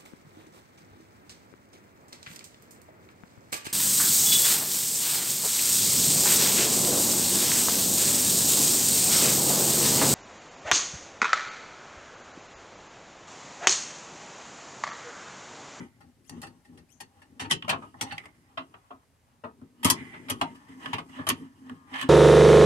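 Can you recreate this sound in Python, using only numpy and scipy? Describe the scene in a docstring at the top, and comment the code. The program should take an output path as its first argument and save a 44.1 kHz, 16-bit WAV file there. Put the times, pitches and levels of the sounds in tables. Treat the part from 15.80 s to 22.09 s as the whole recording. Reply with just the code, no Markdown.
"""Inside a hollow car door in a garage, a hand works a steel rod and its clip, close to a two-port microphone.
Contacts are short rattles of bounces that ring the rod, latch plate and door skin (the outer sheet).
Between them the rod scrapes in tiny slips, evenly spaced slips creak faintly, soft pushes thump and boom
in the skin, and a bird chirps with a rising tone. Shaped noise makes the steady hush behind it all."""
import sys
import numpy as np
from scipy import signal
from scipy.fft import rfft, irfft, next_fast_len
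from scipy.io import wavfile
from scipy.ndimage import uniform_filter1d, map_coordinates

SR = 44100
rng = np.random.default_rng(int(sys.argv[2]) if len(sys.argv) > 2 else 0)


def to_wav(s):
    """Save 16-bit WAV."""
    ch = np.atleast_2d(s).T  # columns
    pcm = np.round(np.clip(ch, -1, 1) * 32767)  # PCM
    wavfile.write(sys.argv[1], SR, pcm.astype(np.int16))


def natural_amplitude(level_db):
    """Convert a level in decibels to a linear amplitude factor, elementwise."""
    exponent = np.asarray(level_db, float) / 20
    return 10 ** exponent


N = 277389  # length in samples

# Levels in dB are those before the mix, the two ports and the bass cut. A fade time is the time to fall 60 dB.
# contacts of the metal parts: start_s, clink_level_db, knock_over_clink_db, tick_over_clink_db,
# fade_s (the rattle uses 0.37 of it, the choking of the ring 1.9)
CONTACTS = [(0.003, -52, 12, -29, 0.036), (0.206, -52, 6, -8, 0.18), (0.4954, -39, -3, 5.5, 0.022),
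            (0.518, -52, -1, -22, 0.38), (0.617, -42.5, 1, 3.5, 0.094), (0.629, -36.5, 1.5, -6.5, 0.22),
            (0.667, -43, -8, -7, 0.084), (0.848, -52, -5.5, -8, 0.25), (0.975, -49.5, -5, -5.5, 0.11),
            (1.203, -35.5, -3, -1, 0.11), (1.418, -46, -5, -12, 0.1), (1.596, -26.5, -5.5, -7, 0.34),
            (1.646, -36, 1.5, -42, 0.12), (1.699, -37.5, -4, 2.5, .3), (1.711, -11, -12, -5.5, 0.058),
            (1.719, -14, -31, -9, 0.11), (1.824, -25, -15.5, -24, 0.008), (1.847, -39, 3.5, -20, 0.058),
            (1.88, -27, 5, -12, 0.12), (1.893, -13, -7, -11, 0.14), (1.927, -29.5, 10, -25, 0.14),
            (2.02, -50.5, 16.5, -10, 0.18), (2.142, -57, 18, -8, 0.033), (2.211, -20, -7, -1, 0.064),
            (2.222, -36.5, -1, 8, 0.081), (2.309, -28.5, -20, -31, 0.14), (2.322, -29, -2, -12.5, 0.0495),
            (2.381, -22, -18.5, -15.5, 0.013), (2.437, -49, 3.5, -12, 0.136),
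            (2.456, -36.5, -7, -12.5, 0.043), (2.774, -26.5, 4, -27, 0.13), (2.941, -43.5, 5, -34, 0.054),
            (3.106, -49.5, 16, -37, 0.127), (3.638, -43.5, 15.5, -22, 0.17), (3.815, -67, 18, 1, 0.025),
            (4.031, -26, -6, -8, 0.095), (4.046, -14.5, -2, 2, 0.1), (4.055, -21.5, 3, -4.5, 0.44),
            (4.1003, -16, -1, 9.5, 0.075), (4.337, -37.5, -1.5, -25, 0.38), (4.485, -30.5, -6.5, -14, 0.18),
            (4.499, -21, -3.5, -0.5, 0.1), (4.613, -16, 1.5, -14, 0.061), (4.747, -50.5, 5, -5, 0.284),
            (4.885, -51, -3, -8.5, 0.121), (5.059, -22, -5.5, -19, 0.016), (5.132, -20, 1.5, -15.5, 0.092),
            (5.183, -28.5, 3.5, -16, 0.078), (5.385, -41, 10, -47, 0.49), (5.468, -21, -2.5, -9.5, 0.11),
            (5.489, -18, -4, 5.5, 0.039), (5.5, -14.5, -7.5, -11.5, 0.06),
            (5.896, -34.5, 0.5, -14.5, 0.0097), (6.213, -20.5, -10, -8, 0.033),
            (6.225, -23.5, -4, -14, 0.074)]
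# strong tones of door, plate and rod: pitch_hz, level_db, fade_s
DOOR_MODES = [(101.3, 4, 0.14), (163.1, -5, 0.4), (244.1, 3, 0.17), (265.4, 4.5, 0.22), (336, -12, 0.21),
              (445.3, -5.5, 0.13), (596, 3.5, 0.047), (734, -4.5, 0.075), (808.5, 0.5, 0.064),
              (922, -7, 0.32), (1099, 5.5, 0.054), (1258, 1, 0.21), (1404, -3, .14), (1722, 1, 0.044),
              (1939, 1.5, 0.079), (2153, -4, 0.21), (2540, 5, 0.039), (2923, 4.5, 0.067), (2905, -5.5, 0.2),
              (3218, 12, 0.027), (3610, -4.5, 0.12), (4570, -15, 0.15), (5070, 1, 0.026),
              (8500, -10.5, 0.027), (8550, -15, 0.087), (11300, -16, 0.013)]
# dense finer ringing of the sheet metal: pitch_hz, level_db (per Hz)
SHEET_LEVEL = [(40, -56.5), (100, -8), (260, -3), (500, -18), (1080, -4), (1450, -8.5), (1850, -7.5),
               (2350, -8), (3000, -9), (3900, -14.5), (6500, -21), (9500, -23), (13300, -36),
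               (16000, -56.5)]
# how long that ringing lasts: pitch_hz, fade_s
SHEET_FADE = [(100, 0.37), (300, 0.3), (1000, 0.13), (3000, 0.19), (7000, 0.13), (14000, 0.058)]
# tones that speak up under each part the hand loads, by part name: pitch_hz, width_hz, lift_db
FAVOURED = {"loose rod": [(826, 44, 16), (1829, 70, 15.5), (2700, 73, 10), (4455, 47, 15), (5830, 70, 9.5),
            (8100, 110, 6.5), (9000, 200, 3.5)], "clip": [(1088, 90, 7), (1880, 70, 11.5), (2980, 220, 16),
            (5300, 710, 0.5), (13000, 3000, -10.5)], "plate": [(660, 130, 7), (1040, 300, 7),
            (2700, 860, 6)], "hooked rod": [(1084, 140, 8.5), (1920, 52, 10), (3110, 140, 9),
            (12000, 3000, 9)], "dragged rod": [(2060, 260, 16), (3050, 200, 0.5)],
            "sliding rod": [(263, 25, 6), (1080, 140, 9.5), (1750, 110, 15.5), (3060, 220, 8.5)]}
# which part the hand loads: start_s, part_name
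IN_PLAY = [(0, "dragged rod"), (.15, "loose rod"), (1.69, "clip"), (1.87, "plate"), (2.1, "loose rod"),
           (2.37, "dragged rod"), (2.7, "plate"), (4.0, "hooked rod"), (4.15, "dragged rod"),
           (4.47, "hooked rod"), (4.6, "plate"), (4.7, "sliding rod"), (5.12, "plate"),
           (5.25, "sliding rod"), (5.46, "hooked rod"), (5.6, "sliding rod")]
# edges between boom, knock, clink and tick: edge_hz
EDGES_HZ = [475, 1450, 4700]
# strokes of the hand: strongest_s, rise_s, fall_s, scrape_level_db, palm_weight_on_skin_db
STROKES = [(0.001, 0.054, 0.052, -47.5, -29.5), (.3, 0.72, 0.058, -70, -55.5),
           (.58, 0.14, 0.23, -58.5, -46), (.95, 0.1, 0.14, -65, -47), (1.4, 0.19, 0.29, -65.5, -66),
           (1.682, 0.2, 0.12, -63.5, -44.5), (1.709, 0.0066, 0.0083, -30, -47),
           (2.0, 0.19, 0.29, -57, -45.5), (2.29, 0.093, 0.12, -46, -51), (2.55, 0.027, 0.3, -64, -55),
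           (2.899, 0.54, 0.46, -64.5, -61.5), (3.779, 0.1, 0.38, -71.5, -55.5),
           (4.168, 0.1, 0.36, -47.5, -36.5), (4.459, 0.25, 0.36, -54, -52), (4.6, 0.35, 0.34, -52, -41),
           (4.717, 0.36, 0.18, -55, -48), (4.92, 0.093, 0.24, -53.5, -48),
           (5.044, 0.0575, 0.145, -40.5, -45), (5.297, 0.016, 0.034, -45.5, -49),
           (5.37, 0.13, 0.083, -46.5, -42), (5.43, 0.068, 0.13, -56.5, -42),
           (5.62, 0.26, 0.071, -53, -41.5), (5.88, 0.31, 0.24, -59, -48), (6.142, 0.0096, 0.077, -35, -45),
           (6.158, 0.026, 0.086, -34, -51.5), (6.199, 0.048, .04, -31, -44)]
# soft pushes of knuckle or palm on the skin: start_s, peak_db, fade_s (on top of the skin's own fading)
THUMPS = [(0.507, -37, 0.26), (1.208, -51, 0.13), (1.613, -33, 0.16), (1.711, -34.5, 0.51),
          (1.839, -33, 0.15), (2.223, -31, 0.18), (2.315, -39.5, 0.19), (2.46, -46, 0.14),
          (3.64, -33.5, 0.15), (3.816, -36, 0.31), (4.05, -11.5, 0.11), (4.105, -25.5, 0.17),
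          (4.209, -30.5, 0.21), (4.506, -27, 0.38), (4.89, -40, 0.11), (4.998, -42.5, 0.12),
          (5.072, -35.5, 0.19), (5.136, -31.5, 0.32), (5.289, -40, 0.1), (5.393, -28, 0.16),
          (5.51, -25.5, 0.19), (5.907, -30, 0.46), (6.116, -38, 0.17), (6.24, -27.5, 0.13)]
# bird chirps: start_s (below 0 = already under way), tone_level_db, echo_level_db
CHIRPS = [(-.038, -75, -68), (.442, -64.5, -59.5), (1.087, -61.5, -62)]
# tone of the garage hush: pitch_hz, level_db (per Hz)
HUSH_TONE = [(15, -47.5), (25, -13), (87, 10.5), (175, -0.5), (256, -14.5), (560, -7.5), (1130, -16),
             (1740, -14), (3250, -19), (11000, -23.5), (16000, -32.5)]
# how alike left and right are in the hush: pitch_hz, likeness (0 to 1)
HUSH_ALIKE = [(60, 0.7), (180, 0.92), (550, 0.6), (1650, 0.67), (4970, 0.17), (15000, 0.61)]
# the two ports, loudness: pitch_hz, left_minus_right_db
PORT_BALANCE = [(60, 2), (130, 4), (290, 0), (640, 7), (1410, -1.5), (3100, -4.5), (6820, 2), (9500, 11),
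                (15000, 13)]
# the two ports, timing: pitch_hz, left_lead_radians
PORT_LEAD = [(0, 0.05), (150, 0.1), (600, 1), (950, 1.4), (1720, 4.28), (2070, 2.8), (3360, 10.1),
             (4310, 8.25), (5680, 10), (11000, 14.54), (16000, 10)]
# the two ports, likeness of what they hear: pitch_hz, likeness (0 to 1)
PORT_ALIKE = [(30, .5), (100, 0.82), (300, 1), (600, 0.68), (3000, 0.025), (7000, 0.14), (12000, 1)]
# where the hand works: time_s, left_minus_right_db
PLACE = [(0, 2), (1.2, 2.5), (1.9, 1), (2.702, -0.5), (4.5, 1.5), (5.299, 0), (6.29, 0)]

# a knock reaches the skin this much over or under the plate, and changes by this much on the plate itself
SKIN_OVER_PLATE_DB, PLATE_SPARES_SKIN_DB = -5, -4.5
# a stroke is this much weaker at the ends of its rise and fall; scrape and weight of the resting hand
STROKE_FADE_DB, REST_SCRAPE_DB, REST_WEIGHT_DB = 12.5, -75.5, -68.5
# fine rasp at a scrape of -50 dB, and its growth in dB per dB of scrape
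RASP_DB, RASP_GROWS = -65, 0.7
THUMP_RISE_S = 0.023
# full strength from and to, with a fade outside each end; slips per second, and their slowing each second
CREAK_FROM_S, CREAK_TO_S, CREAK_FADE_S = 5.955, 6.11, 0.02
CREAK_HZ, CREAK_SAG_HZ_PER_S, CREAK_DB = 154, 40, -58
CHIRP_S, CHIRP_FROM_HZ, CHIRP_TO_HZ = 0.05, 2250, 3300
HUSH_DB = -66.5


def unit(x):
    """Scale to an average (rms) strength of 1."""
    return x / np.sqrt(np.mean(x ** 2) + 1e-20)


def along(points, hz):
    """Read a curve of (pitch, value) points, with pitch on a log axis."""
    f, v = np.transpose(points)
    return np.interp(np.log(hz + 1), np.log(f + 1), v)


def filtered(x, response):
    """Shape the spectrum of x by a response that depends on frequency."""
    n = x.shape[-1]
    m = next_fast_len(n + 4096)
    return irfft(rfft(x, m) * response(np.fft.rfftfreq(m, 1 / SR)), m)[..., :n]


def parts(hz):
    """Boom, knock, clink and tick: four overlapping shares of the spectrum that add up to one."""
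    above = [1 / (1 + (edge / (hz + 1)) ** 8) for edge in EDGES_HZ]
    return np.array([1 - above[0], above[0] - above[1], above[1] - above[2], above[2]])[:, None]


def grit(n, spiky_db, most_db):
    """Tiny slips and bounces of uneven size, as noise with random strength."""
    size_db = np.minimum(spiky_db * rng.exponential(size=n), most_db)
    return unit(rng.standard_normal(n) * natural_amplitude(size_db))


def in_play(s):
    """Name the part the hand loads at these times."""
    start, part = zip(*IN_PLAY)
    return np.array(part)[np.searchsorted(start, s, side="right") - 1]


def resonance(f, centre, width):
    """One resonance lets through the pitches near its centre, at full size in the middle."""
    return 1j * f * width / (centre * centre - f * f + 1j * f * width)


def ring(modes_db, scatter_db, part="plate"):
    """The door's answer to a tap, drawn twice: dying tones of random strength over dense dying noise."""
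    n = SR // 4

    def lift(f):
        return np.prod([1 + (natural_amplitude(db) - 1) * resonance(f, c, w) for c, w, db in FAVOURED[part]], axis=0)

    hz, s, z = signal.stft(rng.standard_normal((2, n)), SR, nperseg=256)
    z = z * natural_amplitude(along(SHEET_LEVEL, hz)[:, None] - 60 * s / along(SHEET_FADE, hz)[:, None])
    z = z * natural_amplitude(2 * rng.standard_normal(len(hz)))[:, None]  # each tap wakes other clumps of tones
    thicket = unit(signal.istft(z, SR, nperseg=256)[1][:, :n])

    hz, db, t60 = np.transpose(DOOR_MODES)
    size = natural_amplitude(db + scatter_db * rng.standard_normal((2, len(hz))))
    size = size * np.exp(2j * np.pi * rng.random((2, len(hz))))
    f = np.fft.rfftfreq(n, 1 / SR)
    dying_sines = 1 / (np.log(1000) / t60[:, None] + 2j * np.pi * (f - hz[:, None]))
    modes = irfft(size @ dying_sines, n)
    fade = np.cos(np.linspace(0, np.pi / 2, n)) ** 2  # ends in silence
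    return filtered(thicket + natural_amplitude(modes_db) * unit(modes), lift) * fade


def pair(x, alike):
    """Mix two unrelated draws into a left and right of the given likeness."""
    def shares(hz):
        turn = np.arccos(np.clip(along(alike, hz), -1, 1)) / 2
        return np.array([np.cos(turn), np.sin(turn)])

    mid, side = filtered(x, shares)
    return np.array([mid + side, mid - side])


def contacts():
    """A dying rattle of bounces rings the metal; fingers choke clink and tick, while knock and boom ring freely."""
    lead = 512  # samples of room ahead, for what the filter spreads before the first touch
    out = np.zeros((2, N + SR))
    t = np.arange(SR // 8) / SR
    for s, db, door_db, tick_db, t60 in CONTACTS:
        t60 = np.clip(t60, 0.005, 0.5)
        rattle = grit(len(t), spiky_db=9.5, most_db=31.0)
        rattle = rattle * natural_amplitude(-60 * t / (0.37 * t60)) * (1 - np.exp(-t / 0.0012))
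        rattle[0] = 5  # the first touch
        answer = ring(modes_db=-2.5, scatter_db=3.5, part=in_play(s))
        sound = signal.fftconvolve(rattle[None], answer, axes=1)

        split = filtered(np.pad(sound, ((0, 0), (lead, 0))), parts)
        since = np.arange(sound.shape[1]) / SR
        split[2:, :, lead:] *= natural_amplitude(-12.5) + natural_amplitude(-60 * since / (1.9 * t60))
        split[0, :, lead:] *= 1 - np.exp(-since / 0.012)  # the skin takes a few swings to move
        split[0, :, :lead] = 0
        # even out the strength of each part, judged by its loud portion
        size = np.sqrt(np.sum(split ** 4, axis=(1, 2)) / np.sum(split ** 2, axis=(1, 2)))
        split = split / (2.248 * size[:, None, None])

        skin_db = door_db + SKIN_OVER_PLATE_DB + PLATE_SPARES_SKIN_DB * (in_play(s) == "plate")
        levels = natural_amplitude(db + np.array([skin_db, door_db, 0, tick_db]))
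        sound = np.tensordot(levels, split, 1)
        start = round(s * SR)
        out[:, start:start + sound.shape[1]] += sound
    return out[:, lead:lead + N]


def rubbing():
    """Sliding sends a stream of small slips through the same door, while the palm shakes the skin."""
    s, rise, fall, scrape_db, weight_db = np.transpose(STROKES)[:, :, None]
    coarse = np.arange(0, N, 64)
    after = coarse / SR - s
    fade_db = STROKE_FADE_DB * np.maximum(-after / np.abs(rise), after / np.abs(fall))

    def strongest(db, rest_db):
        return np.interp(np.arange(N), coarse, np.maximum((db - fade_db).max(axis=0), rest_db))

    boom_db = strongest(weight_db, REST_WEIGHT_DB)
    scrape_db = strongest(scrape_db, REST_SCRAPE_DB)
    rasp_db = RASP_DB + RASP_GROWS * (scrape_db + 50)

    # the contact wanders, mostly on the part in play
    knots = rng.standard_normal((len(FAVOURED) + 1, N // 2500 + 4))
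    lumps, *wander = [map_coordinates(row, [np.arange(N) / 2500]) for row in knots]
    loaded = in_play(np.arange(N) / SR) == np.array(list(FAVOURED))[:, None]
    loaded = uniform_filter1d(1. * loaded, size=2000, axis=1)
    grip = natural_amplitude(6.8 * np.array(wander) + 14 * loaded)
    grip = grip / np.linalg.norm(grip, axis=0)

    sound = np.zeros((2, N))
    for share, part in zip(grip, FAVOURED):
        slips = share * grit(N, spiky_db=5.5, most_db=25)
        answer = ring(modes_db=-3.5, scatter_db=4.0, part=part)
        sound += signal.fftconvolve(slips[None], answer, axes=1)[:, :N]
    boom, knock, clink, tick = (unit(band) for band in filtered(sound, parts))

    scrape_db = scrape_db + 2.5 * wander[0]  # the pressure is uneven
    dull = natural_amplitude(-0.3 * (scrape_db + 48.5))  # the harder the scrape, the more clink against knock
    scrape = (dull * knock + clink) / np.sqrt(1 + dull ** 2)
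    # the free length of rod changes, so its pitches drift
    slide = map_coordinates(knots[1], [np.arange(N) / 9000])
    moved = np.arange(N) + 55 * slide
    scrape = np.array([map_coordinates(row, [moved], mode="nearest") for row in scrape])
    return natural_amplitude(boom_db + 2.9 * lumps - 2.0) * boom + natural_amplitude(scrape_db) * scrape + natural_amplitude(rasp_db) * tick


def thumps():
    """A soft push moves only the skin's low tones, and the flesh resting on it damps them."""
    out = np.zeros((2, N + SR))
    t = np.arange(SR // 4) / SR
    for s, db, t60 in THUMPS:
        boom = filtered(ring(modes_db=5.5, scatter_db=1.5, part=in_play(s)), parts)[0]
        boom = boom * (1 - np.exp(-t / THUMP_RISE_S)) * natural_amplitude(-60 * t / np.clip(t60, 0.03, 2))
        out[:, round(s * SR):][:, :len(t)] += natural_amplitude(db) * boom / np.abs(boom).max()
    return out[:, :N]


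def creak():
    """Evenly spaced slips make a row of overtones, heard only where the plate rings."""
    t = np.arange(N) / SR
    rate = np.clip(CREAK_HZ - CREAK_SAG_HZ_PER_S * (t - CREAK_FROM_S), 0, None)
    slips = np.diff(np.floor(np.cumsum(rate) / SR), prepend=0)

    def plate(f):
        return (natural_amplitude(7.6) * resonance(f, 1150, 180) + natural_amplitude(0.5) * resonance(f, 1660, 240)) ** 2

    inside = np.minimum(t - CREAK_FROM_S, CREAK_TO_S - t)
    held = np.clip(inside / CREAK_FADE_S + 1, 0, 1) ** 2
    return natural_amplitude(CREAK_DB) * held * unit(filtered(slips, plate))


def chirps():
    """A bird chirps, a rough rising tone with overtones, then a soft hissing echo dies away."""
    out = np.zeros(N + SR)  # one second of lead for a chirp already under way
    noise = rng.standard_normal(N + SR)
    hiss = unit(filtered(noise, lambda hz: 1 / (1 + ((hz - 6400) / 500) ** 2)))
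    t = np.arange(SR // 4) / SR
    u = np.linspace(0, 1, round(CHIRP_S * SR))
    for start, db, echo_db in CHIRPS:
        rough = 1 + 0.04 * unit(uniform_filter1d(rng.standard_normal(len(u)), size=30))
        # each overtone flutters in its own way
        flutter = uniform_filter1d(rng.standard_normal((4, len(u))), size=130, axis=1)
        flutter = natural_amplitude(5 * unit(flutter))
        pitch = CHIRP_FROM_HZ + (CHIRP_TO_HZ - CHIRP_FROM_HZ) * np.sin(np.pi / 2 * u) ** 1.3
        turn = 2 * np.pi * np.cumsum(pitch * rough) / SR
        overtones = np.sin(np.arange(1, 5)[:, None] * turn)
        tone = np.sum(natural_amplitude([[-5], [-9], [-11], [-14]]) * flutter * overtones, axis=0)
        swell = np.abs(np.sin(np.pi * u)) ** 0.43
        out[round((1 + start) * SR):][:len(u)] += natural_amplitude(db) * swell * tone

        at = round((1 + start + CHIRP_S - 0.015) * SR)
        echo_shape = natural_amplitude(echo_db - 60 * t / 0.31) * (1 - np.exp(-t / 0.0021))
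        out[at:at + len(t)] += echo_shape * hiss[at:at + len(t)]
    return out[SR:]


def ports(x):
    """Sound reaches the two ports with different timing and loudness at each pitch."""
    half = np.array([[0.5], [-0.5]])

    def path(hz):
        return natural_amplitude(half * along(PORT_BALANCE, hz)) * np.exp(1j * half * along(PORT_LEAD, hz))

    x = filtered(pair(x, PORT_ALIKE), path)
    s, db = np.transpose(PLACE)
    return x * natural_amplitude(half * np.interp(np.arange(N) / SR, s, db))


def hush():
    """Steady garage air and microphone hiss, as shaped noise."""
    noise = filtered(rng.standard_normal((2, N)), lambda hz: natural_amplitude(along(HUSH_TONE, hz)))
    return natural_amplitude(HUSH_DB) * unit(pair(noise, HUSH_ALIKE))


def scene():
    """The work in the door and the bird, sources too small for deep bass, over the hush."""
    near = ports(natural_amplitude(0.5) * contacts() + natural_amplitude(-1.5) * rubbing() + thumps() + creak() + chirps())
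    return filtered(near, lambda hz: (1j * hz / (1j * hz + 60)) ** 3) + hush()


def roll_off(x):
    """The treble ends steeply here."""
    return signal.sosfilt(signal.butter(12, 16480, fs=SR, output="sos"), x)


def record(dry):
    """The camera cuts steeply above its band limit of 15800 Hz."""
    kept = filtered(dry, lambda hz: 1 / (1 + (hz / 15800) ** 40))
    return roll_off(kept)


dry = scene()
out = record(dry)
to_wav(out)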